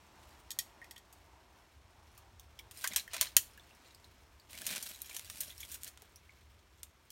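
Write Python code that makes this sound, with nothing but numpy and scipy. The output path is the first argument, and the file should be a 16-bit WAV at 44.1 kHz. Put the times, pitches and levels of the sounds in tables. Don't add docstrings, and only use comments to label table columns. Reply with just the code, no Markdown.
import sys
import numpy as np
from scipy import signal
from scipy.fft import rfft, irfft
from scipy.io import wavfile
from scipy.ndimage import uniform_filter1d

SR = 44100
rng = np.random.default_rng(int(sys.argv[2]) if len(sys.argv) > 2 else 0)


def waveform_to_disk(signal):
    frames = np.transpose(np.atleast_2d(signal))
    scaled = np.clip(frames, -1, 1) * 32767
    samples = np.round(scaled).astype(np.int16)
    wavfile.write(sys.argv[1], SR, samples)


N = 313551
TIME = np.arange(N) / SR
AGE = np.arange(16384) / SR

# frequency in Hz, relative level in dB.
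AIR_COLOUR = [(76, -34.5), (130, -2), (267, -3.5), (361, -2), (507, -6.5), (698, -5.5), (803, -10.5),
              (905, -5), (1860, -8.5), (2720, -11.5), (3010, -12.5), (5480, -15.5), (15500, -28.5)]
# frequency in Hz, width in Hz, gain in dB.
DRONE_MODES = [(44, 9, -2.5), (62, 12, 3), (71, 8.1, 4.5), (82.3, 22, -2.5), (112, 10, -12.5)]
# frequency in Hz, gain in dB.
DRONE_COLOUR = [(22, -31.0), (42, 2.5), (110, 1), (260, -23.5)]
# time in seconds, level in dB.
DRONE_FADER = [(0, -61.5), (.5, -64), (1.2, -68), (2.9, -63), (3.7, -66.5), (5.5, -64.5), (7.1, -67)]
# frequency in Hz, gain in dB.
LEAF_COLOUR = [(600, -32), (2200, 6), (4500, -1.5), (8500, -8.5), (10300, -7), (12000, -6.5), (15500, -9.0)]
# frequency in Hz, relative level in dB.
SCRAPE_COLOUR = [(130, -23.5), (200, -12), (450, -10.5), (630, -4.5), (1150, -10.5), (1600, -2.5),
                 (2200, 0.5), (3400, 0), (4600, -1), (6600, -3.5), (8600, -2), (11700, -1.5),
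                 (15500, -11.5)]
# frequency in Hz, gain in dB.
FLICK_COLOUR = [(1600, -1.5), (2600, 0.51), (5000, 1.0), (12000, 1.0)]
# start in seconds, length in seconds, level in dB,
# hiss (the treble of the rustle) in dB, thump in dB relative to the level.
STEM_PULLS = [(0.157, 0.25, -72, -3, -19), (2.71, 0.12, -57, 3.5, -24), (2.853, 0.14, -50.5, -7, -11),
              (3.087, 0.18, -48.5, -10, -18), (3.765, 0.16, -69.5, -10, -22.5),
              (4.47, 0.18, -52.5, -1, -12.5), (4.634, 0.14, -45.5, -2, -13.5),
              (4.774, 0.14, -52.5, 1.5, -12), (4.904, .38, -61.5, 1.5, -25),
              (5.094, 0.055, -54.5, 4.5, -20), (5.283, 0.23, -57, 3, -12.5), (5.542, 0.21, -59, 5, -17),
              (5.779, 0.1, -60, 2, -15.5)]
# frequency in Hz, width in Hz, gain in dB.
GROUND_MODES = [(196, 130, -1), (600, 190, -3.5)]
# start in seconds, ring in Hz, level in dB,
# hardness in dB, which lifts both the overtone and the tick of bark.
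STEM_KNOCKS = [(0.9635, 3250, -28.5, -33), (2.178, 703, -35.5, -16), (2.396, 3700, -33.5, -13),
               (2.5897, 3310, -24, -22.5), (2.593, 2270, -26.5, -20), (2.8403, 1570, -11, -23),
               (2.8435, 1110, -18.5, -26), (2.846, 2060, -14, -28), (2.864, 1790, -17.5, -25),
               (2.92, 2160, -22.5, -24), (2.996, 4170, -17.5, -22), (3.077, 1860, -22.5, -26),
               (3.144, 657, -27, -30), (3.212, 614, -22, -19), (3.368, 3080, -7.5, -37),
               (3.369, 1920, -12.5, -32.5), (3.5753, 1710, -29.5, -22), (3.595, 3550, -33, -26.5),
               (3.7081, 2680, -36.5, -33), (3.9463, 4860, -31.5, -21), (4.0428, 4090, -32.5, -27.5),
               (4.397, 4550, -34.5, -24), (4.544, 2240, -28.5, -31), (4.617, 1680, -27, -27),
               (5.11, 2390, -25, -25), (5.502, 3550, -24, -29), (5.5788, 5600, -29, -16.5),
               (5.629, 2250, -24, -26), (5.631, 3320, -23, -33), (6.02, 457, -35, -15),
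               (6.158, 5840, -30.5, -20), (6.2913, 2200, -30.5, -42.5), (7.103, 3350, -32.5, -10.5)]
# start in seconds, gain in dB,
# tilt in dB per octave, scatter from the canes in dB.
STEM_CRACKS = [(1.1267, -32, 1.5, 2), (2.177, -35.5, 4, 1.5), (2.711, -21.5, -1, 0), (2.8422, -6.5, -4, 3),
               (2.8745, -4, 1, -6), (2.9346, -11.5, -3, -8), (2.9606, 1.5, 0, 2), (3.133, -12, -4.5, 6.5),
               (3.1423, -9, -5.5, 1.5), (3.1655, -6.5, -4.5, -10), (3.2109, 5, -0.5, -1),
               (3.2259, -3.5, -3.5, -3.5), (3.3663, 12, 1.7, -5), (4.617, -17, 1.5, -13),
               (4.666, -5, 0.5, -1), (4.7593, -12.5, -0.5, -3), (4.826, -14.5, 1, 3),
               (5.0176, -22.5, 9.5, -7), (5.0947, -19, -3, 3), (5.165, -10.5, 0, -0.5),
               (5.1942, -12.5, -1.5, -22), (5.2989, -11, -2.5, -6.5), (5.4055, -13.5, 5.5, 2.5),
               (5.4331, -18.5, -1, 1), (5.716, -23, 3.5, 4), (5.743, -19.5, 2.5, 2), (5.833, -17, 2.5, -7),
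               (5.8445, -19.5, 3.5, -11), (5.877, -19, -0.5, 2), (5.974, -23.5, -5, -6),
               (6.02, -32, 2.5, -8.5), (6.831, -16, 1, -5)]
# frequency in Hz, gain in dB.
SNAP_COLOUR = [(800, -13.5), (2700, -0.5), (7200, -0.5), (13000, -3)]
# frequency in Hz, width in Hz, gain in dB.
CANE_MODES = [(630, 53, -2.5), (1000, 56, 0.5), (1897, 50, -11.5), (3400, 370, -11), (6000, 210, -4),
              (6720, 120, 3.5), (7120, 300, -8.5), (9140, 1200, 1), (11750, 840, -1)]
# start in seconds, gain in dB, brightness in dB,
# rise time constant of the contact in seconds.
SHEAR_CLICKS = [(0.5045, -17.5, 3, 0.0014), (0.5143, -21.5, 6, 0.0009), (0.588, -6.5, 2.5, 0.00058),
                (0.8152, -9, -33, 0.00078), (.841, -15.5, -17.5, 0.0037), (0.909, -17, -5, 0.0015),
                (0.96, -20.5, -13, 0.0021), (0.978, -30, 2, 0.0015)]
# frequency in Hz, width in Hz, gain in dB.
STEEL_MODES = [(1880, 66, 18), (2090, 59, -6), (2480, 100, 0.5), (3260, 180, 1.5), (3580, 390, -0.5),
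               (4600, 270, 4.5), (5600, 400, 2), (6660, 230, 6), (7800, 450, 1), (8830, 530, 2),
               (10150, 570, -1.5), (11300, 260, 3), (12700, 650, -1), (14900, 700, -16)]
# frequency in Hz, gain in dB.
BITE_COLOUR = [(2000, -8), (4500, 4.0), (15000, -17)]

AIR_DB = -67
RUSH_DB, RUSH_FADE_DB_PER_S = -65.5, 2
LEAVES_DB, SHAKEN_DB = -77, -17
SWAY_S = 0.35
PULL_ATTACK_S, PULL_RELEASE_S = 0.085, 0.024
TILT_PIVOT_HZ = 4000
TOP_HZ = 15900


def undb(db):
    return 10 ** (np.asarray(db) / 20)


def unit(x):
    return x / np.sqrt(np.mean(x ** 2))


def unit_energy(x):
    return x / np.sqrt(np.sum(x ** 2))


def curve(rows):
    return undb(np.interp(TIME, *np.transpose(rows)))


def add(out, s, x):
    i = max(int(s * SR), 0)
    out[i:i + len(x)] += x[:max(N - i, 0)]


def colour(x, points):
    hz, db = np.transpose(points)
    f = np.maximum(np.fft.rfftfreq(len(x), 1 / SR), 1)
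    log_gain = np.log(undb(np.interp(np.log(f), np.log(hz), db)))
    cepstrum = irfft(log_gain, len(x))
    cepstrum[1:] *= 2
    cepstrum[len(x) // 2:] = 0
    return irfft(rfft(x) * np.exp(rfft(cepstrum)), len(x))


def ring(x, modes):
    return sum(undb(db) * signal.lfilter(*signal.iirpeak(hz, hz / width, SR), x) for hz, width, db in modes)


def highpass(x, hz, order=2):
    return signal.sosfilt(signal.butter(order, hz, "high", fs=SR, output="sos"), x)


def walk(rate):
    k = int(SR / rate)
    steps = np.repeat(rng.standard_normal(N // k + 1), k)
    return unit(uniform_filter1d(uniform_filter1d(steps, k), k)[:N])


def swell(rise_s, decay_s):
    return (1 - np.exp(-(AGE / rise_s) ** 2)) * np.exp(-AGE / decay_s)


def burst(rise_s, decay_s):
    return unit_energy(rng.standard_normal(len(AGE)) * swell(rise_s, decay_s))


def fracture(rise_s, decay_s, count=4):
    x = burst(rise_s, decay_s)
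    envelope = swell(rise_s, decay_s)
    for _ in range(count):
        flat = irfft(np.exp(1j * np.angle(rfft(x))))
        x = flat * np.sqrt(envelope)
    return unit_energy(x)


def thicket(scatter_db):
    near, far = burst(0.0018, 0.01), burst(0.0027, 0.032)
    return undb(scatter_db) * (near + undb(-10.0) * far)


def crackle(rate, spread_db, scatter_db):
    out = 0
    for _ in range(3):
        size = undb(spread_db * np.minimum(rng.exponential(size=N), 4))
        grains = (rng.random(N) < rate / SR) * rng.choice([-1, 1], N) * size
        catch = fracture(0.0001, 0.00085) + thicket(scatter_db)
        out = out + signal.fftconvolve(grains, catch)[:N]
    return unit(out)


def twigs(rate, spread_db, width):
    out = 0
    blow = fracture(0.0001, 0.00077) + thicket(0)
    count = int(rate * N / SR / 20)
    for hz in np.geomspace(1500, 9000, num=20):
        ticks = np.zeros(N)
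        ticks[rng.integers(0, N, count)] = undb(spread_db * np.minimum(rng.exponential(size=count), 3))
        pair = [(hz, width * np.sqrt(hz / 4000), 0), (1.7 * hz, 2 * width, -4)]
        out = out + ring(ticks, pair) + 0.12 * ticks
    return unit(signal.fftconvolve(highpass(out, 1200), blow)[:N])


def pull(start, length):
    age = TIME - start
    hold = np.sin(np.pi / 2 * np.clip(age / PULL_ATTACK_S, 0, 1)) ** 2
    return hold * np.exp(-np.maximum(age - length, 0) / PULL_RELEASE_S)


def air():
    return unit(colour(rng.standard_normal(N), AIR_COLOUR)) * undb(AIR_DB + 1.2 * walk(1.4))


def rush():
    noise = unit(ring(rng.standard_normal(N), [(716, 260, -1.5), (896, 140, -3.5), (340, 140, -4.5)]))
    return noise * undb(RUSH_DB - RUSH_FADE_DB_PER_S * TIME + 1.9 * walk(13))


def drone(waver_db=2.0):
    hum = colour(ring(rng.standard_normal(N), DRONE_MODES), DRONE_COLOUR)
    return unit(hum) * curve(DRONE_FADER) * undb(waver_db * walk(9))


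def leaves(twig_db=-2):
    touch = unit(colour(crackle(300, 4.5, -3), LEAF_COLOUR))
    ticks = twigs(90, 3.5, 600)
    effort = sum(undb(db) * pull(s, length) for s, length, db, *_ in STEM_PULLS)
    step = 1 / (SWAY_S * SR)
    sway = signal.lfilter([step], [1, step - 1], effort)
    level = undb(LEAVES_DB) + undb(SHAKEN_DB) * sway
    return (touch + undb(twig_db) * ticks) * level * undb(2 * walk(22))


def brush(scrape_db=-1, twig_db=-1):
    scrape = unit(colour(crackle(350, 4.5, -7), SCRAPE_COLOUR))
    flicks = unit(colour(twigs(170, 5.4, 220), FLICK_COLOUR))
    rustle = undb(scrape_db) * scrape + undb(twig_db) * flicks
    rustle = rustle * undb(2.5 + 0.91 * walk(45))
    hiss = signal.sosfiltfilt(signal.butter(2, 6500, "high", fs=SR, output="sos"), rustle)
    out = np.zeros(N)
    for s, length, db, hiss_db, _ in STEM_PULLS:
        out += undb(db) * pull(s, length) * (rustle - hiss + undb(hiss_db) * hiss)
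    return out


def thumps(rate=65):
    bumps = (rng.random(N) < rate / SR) * rng.standard_normal(N)
    blows = signal.fftconvolve(bumps, fracture(0.0025, 0.011))[:N]
    thud = np.zeros(N)
    for hz, width, db in GROUND_MODES:
        mode = [(hz, width, 0)]
        thud += undb(db) * ring(ring(blows, mode), mode)
    weight = sum(undb(db + thump_db) * pull(s, length) for s, length, db, _, thump_db in STEM_PULLS)
    return unit(thud) * weight


def knocks(width=0.09, overtone_db=12):
    out = np.zeros(N)
    for s, hz, db, hard_db in STEM_KNOCKS:
        blow = fracture(0.00059, 0.0027) + thicket(-3.5)
        body = ring(ring(blow, [(hz, width * hz, 0)]), [(hz, 0.25 * hz, 0)])
        overtone = ring(blow, [(1.7 * hz, width * hz, overtone_db + hard_db)])
        tick = undb(hard_db + 18.0) * highpass(blow, hz)
        add(out, s, undb(db) * (unit_energy(body + overtone) + tick))
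    return out


def cracks():
    out = np.zeros(N)
    for s, db, tilt_db, scatter_db in STEM_CRACKS:
        snap = fracture(0.00037, 0.003) + thicket(scatter_db)
        pitches = np.geomspace(1200, 14000, num=7) * np.exp(rng.uniform(-0.19, 0.19, size=7))
        own = [(hz, 0.04 * hz, 0) for hz in pitches]
        wood = 0.5 * snap + 0.65 * ring(snap, CANE_MODES) + 0.7 * ring(snap, own)
        wood = highpass(wood, 560, order=3)
        tilted = [(hz, snap_db + tilt_db * np.log2(hz / TILT_PIVOT_HZ)) for hz, snap_db in SNAP_COLOUR]
        add(out, s, undb(db) * colour(wood, tilted))
    return out


def shears(wander=0.0068, crunch=0.62, scatter_db=-2):
    out = np.zeros(N)
    for s, db, bright_db, contact_s in SHEAR_CLICKS:
        modes = []
        for hz, width, mode_db in STEEL_MODES:
            detune, lift = rng.standard_normal(2)
            modes.append((hz * (1 + wander * detune), width, mode_db + 1.4 * lift))
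        steel = ring(fracture(contact_s, 0.0023) + thicket(scatter_db), modes)
        bite = crunch * colour(fracture(contact_s, 0.0014) + thicket(scatter_db), BITE_COLOUR)
        click = highpass(steel + bite, 2280, order=6)
        add(out, s, undb(db) * colour(click, [(2100, 0), (3300, bright_db)]))
    return out


def scene():
    behind = air() + rush() + drone()
    stems = leaves() + brush() + thumps() + knocks() + cracks()
    return (behind + stems + shears())[None]


def record(dry):
    dips = ring(dry, [(10350, 550, -8.5), (4900, 490, -10.5)])
    lift = ring(dry, [(5320, 450, -12.0)])
    heard = dry - dips + lift
    rounded = np.tanh(0.9 * heard) / 0.9
    return signal.sosfilt(signal.ellip(8, 0.2, 70, TOP_HZ, fs=SR, output="sos"), rounded)


dry = scene()
out = record(dry)
waveform_to_disk(out)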